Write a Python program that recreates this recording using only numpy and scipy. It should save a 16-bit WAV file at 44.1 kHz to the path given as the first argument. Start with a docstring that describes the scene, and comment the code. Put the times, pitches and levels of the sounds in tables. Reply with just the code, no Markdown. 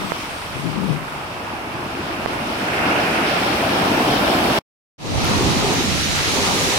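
"""Foam washes up a pebble beach, close by, while a breaker builds and collapses behind it.
Wind hoots in the left microphone port and the right one is tapped twice. After a short silence
a second spot fades in: backwash hisses through the shingle while a gust buffets both ports.
The water is the ringing of near bubbles and stones over the noise of countless far ones;
the wind is heard as eddies at the microphone itself."""
import sys
import numpy as np
from scipy import signal
from scipy.fft import rfft, irfft, next_fast_len
from scipy.io import wavfile
from scipy.ndimage import uniform_filter1d, minimum_filter1d, map_coordinates

SR = 44100
rng = np.random.default_rng(int(sys.argv[2]) if len(sys.argv) > 2 else 0)


def store_pcm(level_fs):
    """Save levels as 16-bit WAV."""
    pcm = np.round(np.clip(level_fs, -1, 1) * 32767).astype(np.int16)
    wavfile.write(sys.argv[1], SR, np.atleast_2d(pcm).T)


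N = 298998

TOP_HZ = 15870  # band limit
# colour of the ports at the first spot: f/Hz, left minus right/dB
FIRST_LEAN = [(100, 0), (380, 2.5), (560, -2), (800, 0.5), (1080, -2), (1400, 0), (2800, -4), (4100, 6),
              (5000, 5), (7300, 11), (8700, 5.5), (11000, 10), (15000, 17)]
# spectrum of wind on the microphone: f/Hz, level/dB
WIND_COLOUR = [(10, -24.5), (22, -21), (45, -7), (90, -1.5), (140, -3.5), (220, -12.5), (400, -21.5),
               (700, -18.5), (1500, -45), (4000, -80)]


def breaker():
    """Air pockets boom, bubbles churn and the crest crashes; white water splashes and fizzes on top."""
    # course of the wave: t/s, level/dB
    force = [(0.17, -37), (0.56, -38.5), (0.57, -38.5), (1.96, -34.5), (2.33, -30), (2.57, -30.5),
             (2.88, -24), (3.39, -26), (4.01, -22.5), (4.43, -23), (4.55, -23)]  # tumbling water
    fizz = [(0.03, -40), (1.01, -45), (1.72, -45.5), (1.8, -45), (3.04, -34.5), (4.55, -30.5)]  # the white water it leaves
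    plunges = [(2.86, -26.5), (3.27, -29)]  # stretches of the crest falling
    hollows = [(1.95, -34), (4.35, -27.5)]  # cavities closing under the crest
    run_up = [(0, -35.5), (.7, -40), (1.4, -38), (2.0, -38), (3.0, -48.5)]  # foam seething near the feet
    # spectra of the layers: f/Hz, level/dB
    boom_colour = [(10, -52.5), (22, -31), (50, -9.5), (100, -5), (160, -4.5), (220, -3.5), (295, 0.8),
                   (360, 1), (430, -3), (520, -14.5), (800, -53.5)]
    churn_colour = [(330, -37), (450, -2.5), (530, -2.5), (620, 0.5), (780, 0.1), (950, -2.5), (1100, -2.5),
                    (1280, -6), (1450, -15.5), (2000, -47.5)]
    crash_colour = [(950, -34), (1200, -2), (1380, 2.5), (1650, 0.2), (1950, -3), (2400, 0), (2800, -1),
                    (3150, -14), (3500, -24), (4500, -61.5)]
    splash_colour = [(2400, -38), (3000, 1), (3300, -1.5), (4100, -5.5), (5000, -6), (5650, -7),
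                     (6100, -20.5), (7000, -57)]
    spray_colour = [(4500, -34), (5900, 2), (7000, -0.5), (8500, 0), (10500, -0.5), (13000, -5),
                    (16000, -8)]
    foam_colour = [(500, -47), (820, -2), (980, -0.5), (1300, -1.5), (1550, -15.5), (2400, -45.5)]
    force_db = curves(force)[0] + 22  # both near 0 dB at the height of the wave
    fizz_db = curves(fizz)[0] + 31
    crest = np.hypot(amp(-27 + 0.71 * force_db), swells(plunges, rise_s=0.22, fall_s=0.6))
    pockets = np.hypot(amp(-22 + 1.004 * force_db), swells(hollows, rise_s=0.48, fall_s=0.8))
    boom = pockets * water(
        boom_colour, grains(hz=253, cycles=4.6, spread_db=0.43, count=1500),
        grain_db=-17, patchy_db=0.4, flutter_db=-0.24, flutter_hz=19)
    churn = amp(-21 + force_db) * water(
        churn_colour, grains(hz=807, cycles=5.8, spread_db=1.2, count=4000),
        grain_db=-17.5, patchy_db=0.4, flutter_db=0.52, flutter_hz=36)
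    crash = crest * water(
        crash_colour, grains(hz=2040, cycles=3.5, spread_db=4, count=9000),
        grain_db=-14, patchy_db=-0.5, flutter_db=0.14, flutter_hz=22)
    splash = amp(-30 + fizz_db) * water(
        splash_colour, grains(hz=4120, cycles=3.6, spread_db=3.7, count=12000),
        grain_db=-15, patchy_db=-0.3, flutter_db=0.92, flutter_hz=18)
    spray = amp(-38.5 + 0.86 * fizz_db) * water(
        spray_colour, grains(hz=9000, cycles=3.6, spread_db=2.5, count=20000),
        grain_db=-14.5, patchy_db=1.5, flutter_db=0.23, flutter_hz=55)
    foam = amp(curves(run_up)[0]) * water(
        foam_colour, grains(hz=1200, cycles=6.7, spread_db=2.2, count=4000),
        grain_db=-13, patchy_db=-2, flutter_db=-1.2, flutter_hz=11)
    return leaning(boom + churn + crash + splash + spray + foam, FIRST_LEAN)


def backwash():
    """A sheet of water drains ever louder through rattling pebbles; farther out the next wave breaks."""
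    # course of the water: t/s, level/dB
    slap_peaks = [(5.28, -27), (6.18, -28.5)]  # the sheet hitting the stones
    collapses = [(5.2, -27), (5.42, -24), (5.7, -22.5), (6.45, -24.5), (6.72, -27)]  # the far wave booming
    churning = [(5.28, -27), (5.716, -26.5), (6.042, -33), (6.454, -24.5), (6.698, -28.5), (6.76, -25.5)]  # the far wave's churn, relative
    # spectra of the layers: f/Hz, level/dB
    slap_colour = [(400, -27), (800, -9), (1350, 1), (1900, -6), (5000, -14), (12000, -28)]
    boom_colour = [(15, -40), (45, -9), (80, -22), (150, -5.5), (260, -1), (320, -1.5), (400, 4),
                   (480, 1.5), (580, -21), (900, -48)]
    churn_colour = [(380, -29), (520, 0), (620, -2.5), (800, 0.5), (1000, 0), (1250, -1.5), (1450, -15),
                    (2000, -55)]
    sheet_colour = [(900, -37), (1280, 0.5), (1600, -1.5), (2100, 0.5), (2700, 0), (3300, -1), (4000, 0),
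                    (5500, -4), (6100, -10.5), (7500, -45)]
    shingle_colour = [(4600, -18), (5900, 1.5), (6600, 0.5), (7400, -4), (9000, -7), (10800, -8.5),
                      (13000, -16.5), (16000, -22.5)]
    # colour of the ports at the second spot: f/Hz, left minus right/dB
    second_lean = [(250, -0.5), (460, -2.5), (730, 7), (1050, -1), (2200, 2.5), (3200, -2.5), (5400, -2.5),
                   (6600, -9), (8000, -4.5), (10500, -6.5), (15000, 1)]
    draining_s = np.arange(N) / SR - 6  # from mid-drain; the hiss grows as the stones lie bare
    slaps = swells(slap_peaks, rise_s=0.042, fall_s=0.079) * water(
        slap_colour, grains(hz=1400, cycles=5.4, spread_db=1.4, count=4000),
        grain_db=-13, patchy_db=5.5, flutter_db=0.7, flutter_hz=29)
    boom = swells(collapses, rise_s=0.2, fall_s=0.28) * water(
        boom_colour, grains(hz=250, cycles=4.6, spread_db=3.1, count=1500),
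        grain_db=-13, patchy_db=2, flutter_db=-0.1, flutter_hz=16)
    churn = amp(curves(churning)[0] - 1.26) * water(
        churn_colour, grains(hz=745, cycles=4.9, spread_db=1.5, count=4000),
        grain_db=-18.5, patchy_db=1, flutter_db=1.8, flutter_hz=18)
    sheet = amp(-26 + 2.1 * draining_s) * water(
        sheet_colour, grains(hz=3630, cycles=2.4, spread_db=2.1, count=12000),
        grain_db=-14, patchy_db=0.3, flutter_db=0.5, flutter_hz=24)
    shingle = amp(-32 + 4 * draining_s) * water(
        shingle_colour, grains(hz=7900, cycles=4.4, spread_db=2.9, count=12000),
        grain_db=-18.5, patchy_db=1.5, flutter_db=0.57, flutter_hz=97)
    return leaning(boom + churn + slaps + sheet + shingle, second_lean)


def gust():
    """A gust swells and dies, pushing on the ports in lumps; the harder it blows, the more eddies."""
    # peaks of the wind: t/s, level/dB
    gust_peak = [(5.12, -22)]
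    buffets = [(5.16, -16.5), (5.47, -15), (5.9, -16), (6.12, -27)]  # lumps on the right, windward port
    # spectrum of the small eddies: f/Hz, level/dB
    eddy_colour = [(70, -20), (140, -6), (200, -6), (280, -5.5), (400, -10.5), (700, -23), (2000, -62)]
    wind = np.hypot(swells(gust_peak, rise_s=1, fall_s=0.75), amp(-32.5))  # over a steady floor
    windward = np.hypot(amp(1.5) * wind, swells(buffets, rise_s=0.04, fall_s=0.066))
    lumps = amp(1.3 * np.array([wobble(16), wobble(29)]))
    rumble = unit(lumps * coloured(rng.standard_normal((2, N)), WIND_COLOUR))
    eddies = unit(lumps * coloured(rng.standard_normal((2, N)), eddy_colour))
    return np.array([wind, windward]) * rumble + amp(-23) * (wind / wind.max()) ** 1.15 * eddies


def hoot():
    """Puffs shed eddies at the left port: an unsteady, sliding low note, rougher in the hard ones."""
    # puffs and their eddy pitch: t/s, f/Hz, level/dB
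    puffs = [(.03, 183, -26), (.58, 135.7, -26.5), (.665, 149.7, -19), (.775, 177.7, -19), (.84, 198, -21),
             (.908, 157.5, -16.5), (1.15, 139.8, -41)]
    # f/Hz, level/dB
    rumble_colour = [(30, -25), (130, -4), (300, -3), (500, -13.5), (1200, -31), (4000, -68.5)]
    push = swells([(s, db) for s, hz, db in puffs], rise_s=0.033, fall_s=0.057)
    pitch_hz = curves(puffs)[0] * (1 + 0.092 * wobble(120))
    note = np.sin(2 * np.pi * np.cumsum(pitch_hz) / SR) * amp(2.2 * wobble(80))
    rumble = unit(coloured(rng.standard_normal(N), rumble_colour))
    return np.outer([1, 0], push * unit(note) + amp(-17.5) * (push / push.max()) ** 1.2 * rumble)


def taps():
    """Two sharp knocks right on the microphone set its right port ringing for a few milliseconds."""
    # knocks: t/s, level/dB
    knocks = [(0.1196, -0.5), (2.26, 4.5)]
    # resonances of the port: f/Hz, relative level/dB, t60/s
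    modes = [(496, 0.5, 0.008), (970, 2, 0.0043), (1830, 1, 0.0021)]
    right, t = np.zeros(N), np.arange(SR // 20) / SR
    ring = sum((-1) ** k * amp(db - 60 * t / t60) * np.sin(2 * np.pi * hz * t)
               for k, (hz, db, t60) in enumerate(modes))
    for s, db in knocks:
        right[round(s * SR):][:len(t)] += amp(db) * ring / np.abs(ring).max()
    return np.outer([0, 1], right)


def shoreline():
    """Close by, a small wave spills over the stones; later the breaker throws fine droplets on them."""
    # peaks of the spill and the droplets: t/s, level/dB
    swash_peak = [(0.2, -39.5)]
    droplet_peak = [(4.58, -43)]
    # their spectra: f/Hz, level/dB
    swash_colour = [(1200, -18.5), (2000, -1.5), (2650, -2), (3300, -18.5), (6500, -15), (9000, -13),
                    (15000, -25.5)]
    droplet_colour = [(6000, -29.5), (10000, -5), (12500, 0), (16000, -2.5)]
    swash = swells(swash_peak, rise_s=0.47, fall_s=0.91) * water(
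        swash_colour, grains(hz=2602, cycles=4.6, spread_db=2.2, count=6000),
        grain_db=-9, patchy_db=4.5, flutter_db=1.5, flutter_hz=18)
    droplets = swells(droplet_peak, rise_s=1.05, fall_s=0.5) * water(
        droplet_colour, grains(hz=11000, cycles=3.6, spread_db=2.5, count=12000),
        grain_db=-12.5, patchy_db=-1, flutter_db=1.5, flutter_hz=25)
    return leaning(swash + droplets, FIRST_LEAN)


def pebbles():
    """A few stones near the microphone knock together, bright and dry."""
    # single knocks: t/s, level/dB
    clicks = [(5.247, -31), (5.4256, -34), (5.7373, -33), (6.6894, -32)]
    bright = coloured(rng.standard_normal((2, N)), [(5000, -25), (12000, 0), (16000, -3)])
    return swells(clicks, rise_s=0.002, fall_s=0.006) * unit(bright)


def breeze():
    """A light, steady wind keeps a low rumble on both ports."""
    rumble = coloured(rng.standard_normal((2, N)) + rng.standard_normal(N), WIND_COLOUR)
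    return amp(-41 + 1.3 * wobble(3.9)) * unit(rumble)


def water(colour, near_grains, grain_db, patchy_db, flutter_db, flutter_hz):
    """Near grains over the blur of countless far ones, surging, coloured and spread between the ports."""
    # likeness of the surf at the two ports: f/Hz, correlation
    likeness = [(60, 0.98), (300, 0.99), (480, 0.62), (750, 0.52), (900, 0.37), (1100, 0.02), (1400, -0.15),
                (2500, -0.05), (15000, 0.0048)]

    def response(hz):
        width = np.arccos(np.clip(along(likeness, hz), -1, 1)) / 2
        return amp(along(colour, hz)) * [np.cos(width), np.sin(width)]
    blend = patchy(patchy_db) + amp(grain_db) * near_grains
    mid, side = filtered(blend * amp(flutter_db * wobble(flutter_hz)), response)
    return np.array([mid + side, mid - side]) / np.std(mid)


def grains(hz, cycles, spread_db, count):
    """Bubbles or stone contacts: damped rings of scattered pitch, size and bearing, as mid and side."""
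    start, octave = rng.random(count), rng.normal(0, 0.44, count)
    size, bearing = rng.exponential(1, count), rng.uniform(-1.02, 1, count) * np.pi / 2
    age = np.arange(int(np.clip(2 * cycles * SR / hz, 8, 900)))
    turns = np.minimum(hz * 2 ** octave, TOP_HZ)[:, None] * age / SR
    strength = amp(spread_db * np.minimum(size, 5))[:, None]
    rings = strength * np.sin(2 * np.pi * turns) * np.exp(-2 * turns / cycles)
    at = ((start * N).astype(int)[:, None] + age).ravel()
    return unit(np.array([np.bincount(at, (rings * pan[:, None]).ravel(), N)[:N]
                          for pan in (np.cos(bearing), np.sin(bearing))]))


def patchy(depth_db):
    """Two noises whose gain varies in patches of time and frequency."""
    spectra = signal.stft(rng.standard_normal((2, N)), nperseg=512)[2]
    patches = uniform_filter1d(rng.standard_normal(spectra.shape), size=7, axis=1)
    patches = unit(uniform_filter1d(patches, size=12, axis=2))
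    return unit(signal.istft(spectra * amp(depth_db * patches), nperseg=512)[1][:, :N])


def leaning(x, balance):
    """Each port colours the sound in its own way; the summed power stays."""
    def gains(hz):
        sides = amp(np.outer([1, -1], along(balance, hz)) / 2)
        return sides / np.sqrt(np.mean(sides ** 2, axis=0))
    return filtered(x, gains)


def swells(events, rise_s, fall_s):
    """Gain of (t/s, level/dB) surges that rise smoothly to a peak and die away; their powers add."""
    t = np.arange(N) / SR
    shape = lambda u: np.exp(-(np.minimum(u, 0) / rise_s) ** 2 - np.maximum(u, 0) / fall_s)
    return np.sqrt(sum((amp(db) * shape(t - s)) ** 2 for s, db in events))


def curves(rows):
    """One value per sample for each column after the time."""
    times, *columns = np.transpose(rows)
    return [np.interp(np.arange(N) / SR, times, column) for column in columns]


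def wobble(rate):
    """A smooth random curve, rate knots a second."""
    return map_coordinates(rng.standard_normal(int(N * rate / SR) + 4), [np.arange(N) * rate / SR])


def coloured(x, colour):
    """Filter x by (f/Hz, level/dB) points."""
    return filtered(x, lambda hz: amp(along(colour, hz)))


def filtered(x, response):
    """Filter x by a gain given as a function of frequency."""
    size = next_fast_len(N + SR // 2)
    return irfft(rfft(x, size) * response(np.fft.rfftfreq(size, 1 / SR)), size)[..., :N]


def along(points, hz):
    """(f/Hz, value) points read on a log axis."""
    freqs, values = np.transpose(points)
    return np.interp(np.log(hz + 1), np.log(freqs + 1), values)


def amp(db):
    """Decibels to gain."""
    return 10 ** (np.asarray(db) / 20)


def unit(x):
    """Scale to rms 1."""
    return x / np.sqrt(np.mean(x ** 2) + 1e-20)


def scene():
    """The first spot on the beach stops dead; after a silence the second fades in."""
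    first_end_s, second_start_s, fade_s = 4.588, 4.98, 0.31
    t = np.arange(N) / SR
    stop = amp(np.interp(t - first_end_s, [0, .003, .012, .028, .045], [0, -20, -34, -39, -120]))
    fade_in = np.clip((t - second_start_s) / fade_s, 0, 1) ** 0.8
    first_spot = breaker() + shoreline() + breeze() + hoot() + taps()
    second_spot = backwash() + pebbles() + gust()
    return stop * first_spot + fade_in * second_spot


def record(dry):
    """A quick limiter ducks both channels under the sharpest peaks; the top is cut at the band limit."""
    needed = np.minimum(1, 0.9 / (np.abs(dry).max(axis=0) + 1e-9))
    held = minimum_filter1d(needed, size=600, origin=200)
    gain = uniform_filter1d(held, size=100)
    return filtered(dry * gain, lambda hz: np.clip((TOP_HZ - hz) / 100 + 0.5, 0, 1))


dry = scene()
out = record(dry)
store_pcm(out)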